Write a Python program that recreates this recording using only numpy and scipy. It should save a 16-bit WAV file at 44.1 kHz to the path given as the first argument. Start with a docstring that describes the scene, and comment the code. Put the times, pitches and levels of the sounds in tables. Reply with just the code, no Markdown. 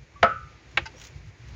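"""A wet corrugated cement sheet is turned over against a stone block, outdoors and close by.
From the start, wind rumbles on the microphone over a faint hiss. After a light touch, the sheet
knocks on its face and rings. Half a second later it lands on its edge with a dead clack, scrapes
briefly over grit and settles with a soft bump. A far bird chirps once, then water runs off the
sheet and spatters on the ground. One last drip follows."""
import sys
import numpy as np
from scipy import signal
from scipy.fft import rfft, irfft
from scipy.io import wavfile
from scipy.ndimage import uniform_filter1d

SR = 44100
rng = np.random.default_rng(int(sys.argv[2]) if len(sys.argv) > 2 else 0)


def output_pcm(signal):
    """Save a mono or channel-first signal as 16-bit PCM at the path in sys.argv[1].

    Samples are clipped to [-1, 1] before scaling.
    """
    pcm = np.clip(np.atleast_2d(signal).T, -1, 1) * 32767
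    wavfile.write(sys.argv[1], SR, np.round(pcm).astype(np.int16))


N = 68355
T = np.arange(N) / SR


def undb(db):
    """Turn decibels into a number to multiply by."""
    return 10 ** (np.asarray(db) / 20)


def unit(x):
    """Scale a sound so that its average strength (rms) is 1."""
    return x / np.sqrt(np.mean(x ** 2))


def shape(x, points):
    """Turn pitches up or down along a curve of (pitch_hz, level_db) points."""
    hz, db = np.array(points, float).T
    f = np.maximum(np.fft.rfftfreq(len(x), 1 / SR), 1)
    return irfft(rfft(x) * undb(np.interp(np.log(f), np.log(hz), db)), len(x))


def colour(x, points):
    """Give noise a balance of low and high pitches, at strength 1."""
    return unit(shape(x, points))


def band(hz, octaves, source=None):
    """Keep the pitches near hz, from fresh noise or a given sound, at strength 1."""
    source = rng.standard_normal(N) if source is None else source
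    f = np.maximum(np.fft.rfftfreq(N, 1 / SR), 1)
    return unit(irfft(rfft(source) * np.exp(-2 * (np.log2(f / hz) / octaves) ** 2), N))


def resonate(x, rings):
    """Make a sound ring at each (pitch_hz, width_hz, level_db), at strength 1."""
    f = np.fft.rfftfreq(N, 1 / SR)
    response = sum(undb(db) / (1 + 2j * (f - hz) / width) for hz, width, db in rings)
    return unit(irfft(rfft(x) * response, N))


def burst(start_s, rise_s, fade_s):
    """A loudness curve that builds up and dies away; fade_s is the time to fall by 60 dB."""
    age = np.maximum(T - start_s, 0)
    return (1 - np.exp(-(age / rise_s) ** 2)) * np.exp(-np.log(1000) * age / fade_s)


def ring(start_s, hz, rise_s, fade_s):
    """One pure tone that is struck and dies away."""
    return burst(start_s, rise_s, fade_s) * np.sin(2 * np.pi * hz * (T - start_s))


def wander(per_s):
    """A smooth random drift, roughly between -1 and 1."""
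    step = int(SR / per_s)
    stairs = np.repeat(rng.standard_normal(N // step + 1), step)
    return unit(uniform_filter1d(stairs, step)[:N])


def clicks(per_s):
    """Tiny clicks at random times."""
    return rng.standard_normal(N) * (rng.random(N) < per_s / SR)


# The tone of the outdoor hiss: pitch_hz, relative_level_db
HISS_TONE = [(100, -8.5), (200, -1.5), (350, 4.5), (550, -1.5), (800, -3.5), (1100, -6.5), (1600, -4),
             (2300, -2.5), (3200, -10.5), (5000, -13.5), (6800, -15.5), (9000, -17.5), (15500, -23.5)]
# How loud the hiss is over time: time_s, level_db
HISS_LEVELS = [(0, -58.5), (.6, -56.5), (.95, -53.5), (1.3, -58.5), (1.44, -56.5), (1.55, -53)]


def hiss(flicker_db=1.2):
    """A faint outdoor hiss in which each octave flickers on its own."""
    octaves = np.geomspace(125, 16000, 8)
    noise = sum(np.sqrt(hz) * band(hz, 1) * undb(flicker_db * wander(per_s=14)) for hz in octaves)
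    return undb(np.interp(T, *np.array(HISS_LEVELS).T)) * colour(noise, HISS_TONE)


# How loud the wind is over time: time_s, level_db
WIND_LEVELS = [(0.0, -51), (0.034, -45.5), (0.086, -60), (0.194, -48), (0.246, -41.5), (0.302, -43),
               (0.582, -51.5), (0.594, -61.5), (0.832, -38), (0.862, -52), (1.03, -47.5), (1.082, -55.5),
               (1.16, -39), (1.23, -47), (1.286, -40), (1.334, -53.5), (1.514, -40.5), (1.55, -43)]
# The deep tone of the wind: pitch_hz, relative_level_db
WIND_TONE = [(20, -35.5), (38, -24), (55, 2.5), (85, -3), (115, 0), (150, -6.5), (200, -21.5), (400, -47),
             (1000, -42.5)]


def wind():
    """Gusts of wind rumble on the microphone."""
    return undb(np.interp(T, *np.array(WIND_LEVELS).T)) * colour(rng.standard_normal(N), WIND_TONE)


def bird(peak_s=.981, spread_s=.014, pitch_hz=5700, climb_hz_per_s=7000):
    """A far bird gives one thin, rising chirp."""
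    time = T - peak_s
    cycles = pitch_hz * time + climb_hz_per_s * time ** 2 / 2
    return undb(-55) * np.exp(-.5 * (time / spread_s) ** 2) * np.sin(2 * np.pi * cycles)


# Water slapping the ground: start_s, level_db
WATER_SPLATS = [(.996, -58), (1.014, -31.5), (1.019, -54), (1.038, -34.5), (1.05, -35), (1.069, -36)]
# Stray drips: start_s, level_db
WATER_DRIPS = [(.298, -47), (0.713, -49.5), (1.485, -43.5)]
# The bright tone of the water: pitch_hz, relative_level_db
WATER_TONE = [(300, -43), (1000, -7.5), (2000, 0.5), (3000, 1), (4500, -3.5), (7000, 1), (9000, 2),
              (12000, -3), (15500, 6.5)]


def water(spray_peak_s=1.031, spray_spread_s=.04):
    """Water runs off a groove in the sheet: a few splats in a fine spray, and stray drips."""
    hits = sum(undb(db) * burst(start_s, rise_s=.00041, fade_s=.044)
               for start_s, db in WATER_SPLATS + WATER_DRIPS)
    splats = hits * colour(rng.standard_normal(N), WATER_TONE)
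    swell = undb(-42.5) * np.exp(-.5 * ((T - spray_peak_s) / spray_spread_s) ** 2)
    spray = swell * colour(clicks(per_s=1300), WATER_TONE)
    return splats + spray


def touch():
    """A light touch makes the sheet ring on one quiet tone."""
    return undb(-41) * ring(start_s=.156, hz=1145, rise_s=.0048, fade_s=.16)


def bump():
    """The sheet settles with a soft, low bump."""
    return undb(-39) * burst(start_s=.944, rise_s=.006, fade_s=.083) * band(hz=475, octaves=.47)


# The tone of the grit under the edge: pitch_hz, relative_level_db
GRIT_TONE = [(300, -33), (700, 1), (1500, 1.5), (2600, 3.5), (3500, -0.5), (6600, -6.5), (10000, -12),
             (16000, -16)]
# Where the scraping edge rings: pitch_hz, width_hz, relative_level_db
EDGE_RINGS = [(1440, 52, -2.5), (1545, 31, 1), (2072, 35, -3), (2620, 32, -3), (3885, 34.5, -7.5),
              (4740, 47, -8), (5110, 43, -10)]


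def scrape(start_s=.8535, rise_s=.0081):
    """The edge drags over grit, which rasps and makes it ring above one clear, lower note."""
    grit = clicks(per_s=6000)
    rasp = undb(-29.5) * burst(start_s, rise_s, fade_s=.06) * colour(grit, GRIT_TONE)
    ringing = undb(-34.5) * burst(start_s, rise_s, fade_s=.087) * resonate(grit, EDGE_RINGS)
    note = undb(-29) * ring(start_s, hz=890, rise_s=.01, fade_s=.09)
    return rasp + ringing + note


def crowded_tones(count=280, spacing_hz=54.81):
    """Many steady tones, unevenly spaced but as crowded high up as low down, as in a plate."""
    offset, phase = rng.random((count, 2)).T
    bins = ((np.arange(count) + 1 + offset) * spacing_hz * N / SR).astype(int)
    spectrum = np.zeros(N // 2 + 1, complex)
    spectrum[np.minimum(bins, N // 2)] = np.exp(2j * np.pi * phase)
    return irfft(spectrum, N)


# The sheet's main tones, hit on its face or edge: pitch_hz, free_fade_s, face_level_db, edge_level_db
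SHEET_TONES = [(232.7, 0.086, -19, -51), (340.5, 0.22, -52.5, -26.5), (460, .15, -25, -41),
               (532.6, .19, -21, -32), (638, 0.17, -23.5, -28.5), (685, 0.1, -6, -31),
               (795, 0.062, -29, -22), (833.4, 0.18, -25.5, -30.5), (1059, 0.084, -19.5, -26),
               (1131, .14, -20, -26), (1212, .56, -30, -48), (1283, .36, -22, -50), (1301, .36, -19, -50),
               (1327, .37, -21, -50), (1344, .44, -24, -52), (1434, .27, -25, -46), (1479, .4, -26, -48),
               (1519, .38, -34, -46), (1589, 0.079, -32, -10.5), (1775, 0.085, -27.5, -28),
               (1828, 0.1, -24, -13), (2080, 0.11, -22.5, -27.5), (2237, 0.11, -30, -19),
               (2706, 0.055, -36.5, -22.5), (2780, 0.06, -35.5, -23.5), (2983, 0.11, -36, -23),
               (3460, 0.11, -58.5, -29.5), (3860, 0.08, -47, -24.5), (4960, 0.18, -50, -61.5)]
# The crack and its tail of weak tones: pitch_hz, free_tail_fade_s, face_level_db, edge_level_db
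SHEET_BANDS = [(121, 0.23, -23, -39), (315, 0.33, -30.5, -31), (592, 0.27, -18, -27),
               (844, 0.075, -15.5, -18.5), (1270, 0.32, -15.5, -23), (2080, .32, -19.5, -18.5),
               (2990, 0.46, -31.5, -12), (3980, 0.08, -34.5, -27.5), (5200, .24, -42.5, -37.5),
               (6640, .24, -41.5, -29.5), (9400, 0.087, -51.5, -43), (16000, .1, -67.5, -68.5)]
# Each knock: start_s, level_db, edge (0 is the face, 1 the edge), ring_share (1 rings freely,
# less dies sooner), rise_s (at 1000 Hz), crack_fade_s, tail_db (compared with the crack)
SHEET_KNOCKS = [(0.2274, 2.5, 0.076, 1., 0.0027, 0.079, -14), (.2305, 3, 1, 0.12, 0.0004, 0.017, -30.5),
                (.7723, 0.5, 0.94, 0.47, 0.0021, 0.053, -23.5)]


def knock(start_s, level_db, edge, ring_share, rise_s, crack_fade_s, tail_db):
    """The sheet hits stone: its main tones ring over a noisy crack and a tail of crowded tones."""
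    def rise(hz):
        """Low tones build up later because slow bending waves carry them through the sheet."""
        return min(rise_s * (1000 / hz) ** 1.05, .008)

    def strength(face_db, edge_db):
        """Blend between a hit on the face and a hit on the edge."""
        return undb(face_db + edge * (edge_db - face_db))

    sound = np.zeros(N)
    for k, (hz, fade_s, face_db, edge_db) in enumerate(SHEET_TONES):
        tone = ring(start_s, hz, rise(hz), fade_s * ring_share)
        sound += (-1) ** k * strength(face_db, edge_db) * tone  # neighbours swing opposite ways
    band_hz, *columns = np.array(SHEET_BANDS, float).T
    crowd = crowded_tones()
    for hz in np.geomspace(100, 15000, 15):
        fade_s, face_db, edge_db = (np.interp(np.log(hz), np.log(band_hz), col) for col in columns)
        crack = burst(start_s, rise(hz), crack_fade_s) * band(hz, .49)
        tail = burst(start_s, rise(hz), fade_s * np.sqrt(ring_share)) * band(hz, .46, crowd)
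        sound += strength(face_db, edge_db) * (crack + undb(tail_db) * tail) / np.sqrt(2)
    return undb(level_db) * sound


def scene():
    """Add the sheet, the water and the outdoor sounds into one channel."""
    sheet = sum(knock(*row) for row in SHEET_KNOCKS) + touch() + scrape() + bump()
    return (sheet + water() + bird() + wind() + hiss())[None]


# How the recorder dulls the high treble: pitch_hz, gain_db
RECORDER_TONE = [(20, -1), (6900, 1.5), (7800, -20), (10000, -26.5), (16000, -23.5)]


def record(dry, peak_limit=.93, top_hz=15800):
    """The recorder rounds off the loudest peaks, dulls the high treble and cuts the very top."""
    rounded = peak_limit * np.tanh(dry[0] / peak_limit)
    padded = np.concatenate([rounded[::-1], rounded])  # a backwards lead-in lets the filters settle
    dulled = shape(padded, RECORDER_TONE)
    top_cut = signal.ellip(8, .2, 70, top_hz, fs=SR, output="sos")
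    return signal.sosfilt(top_cut, dulled)[None, N:]


dry = scene()
out = record(dry)
output_pcm(out)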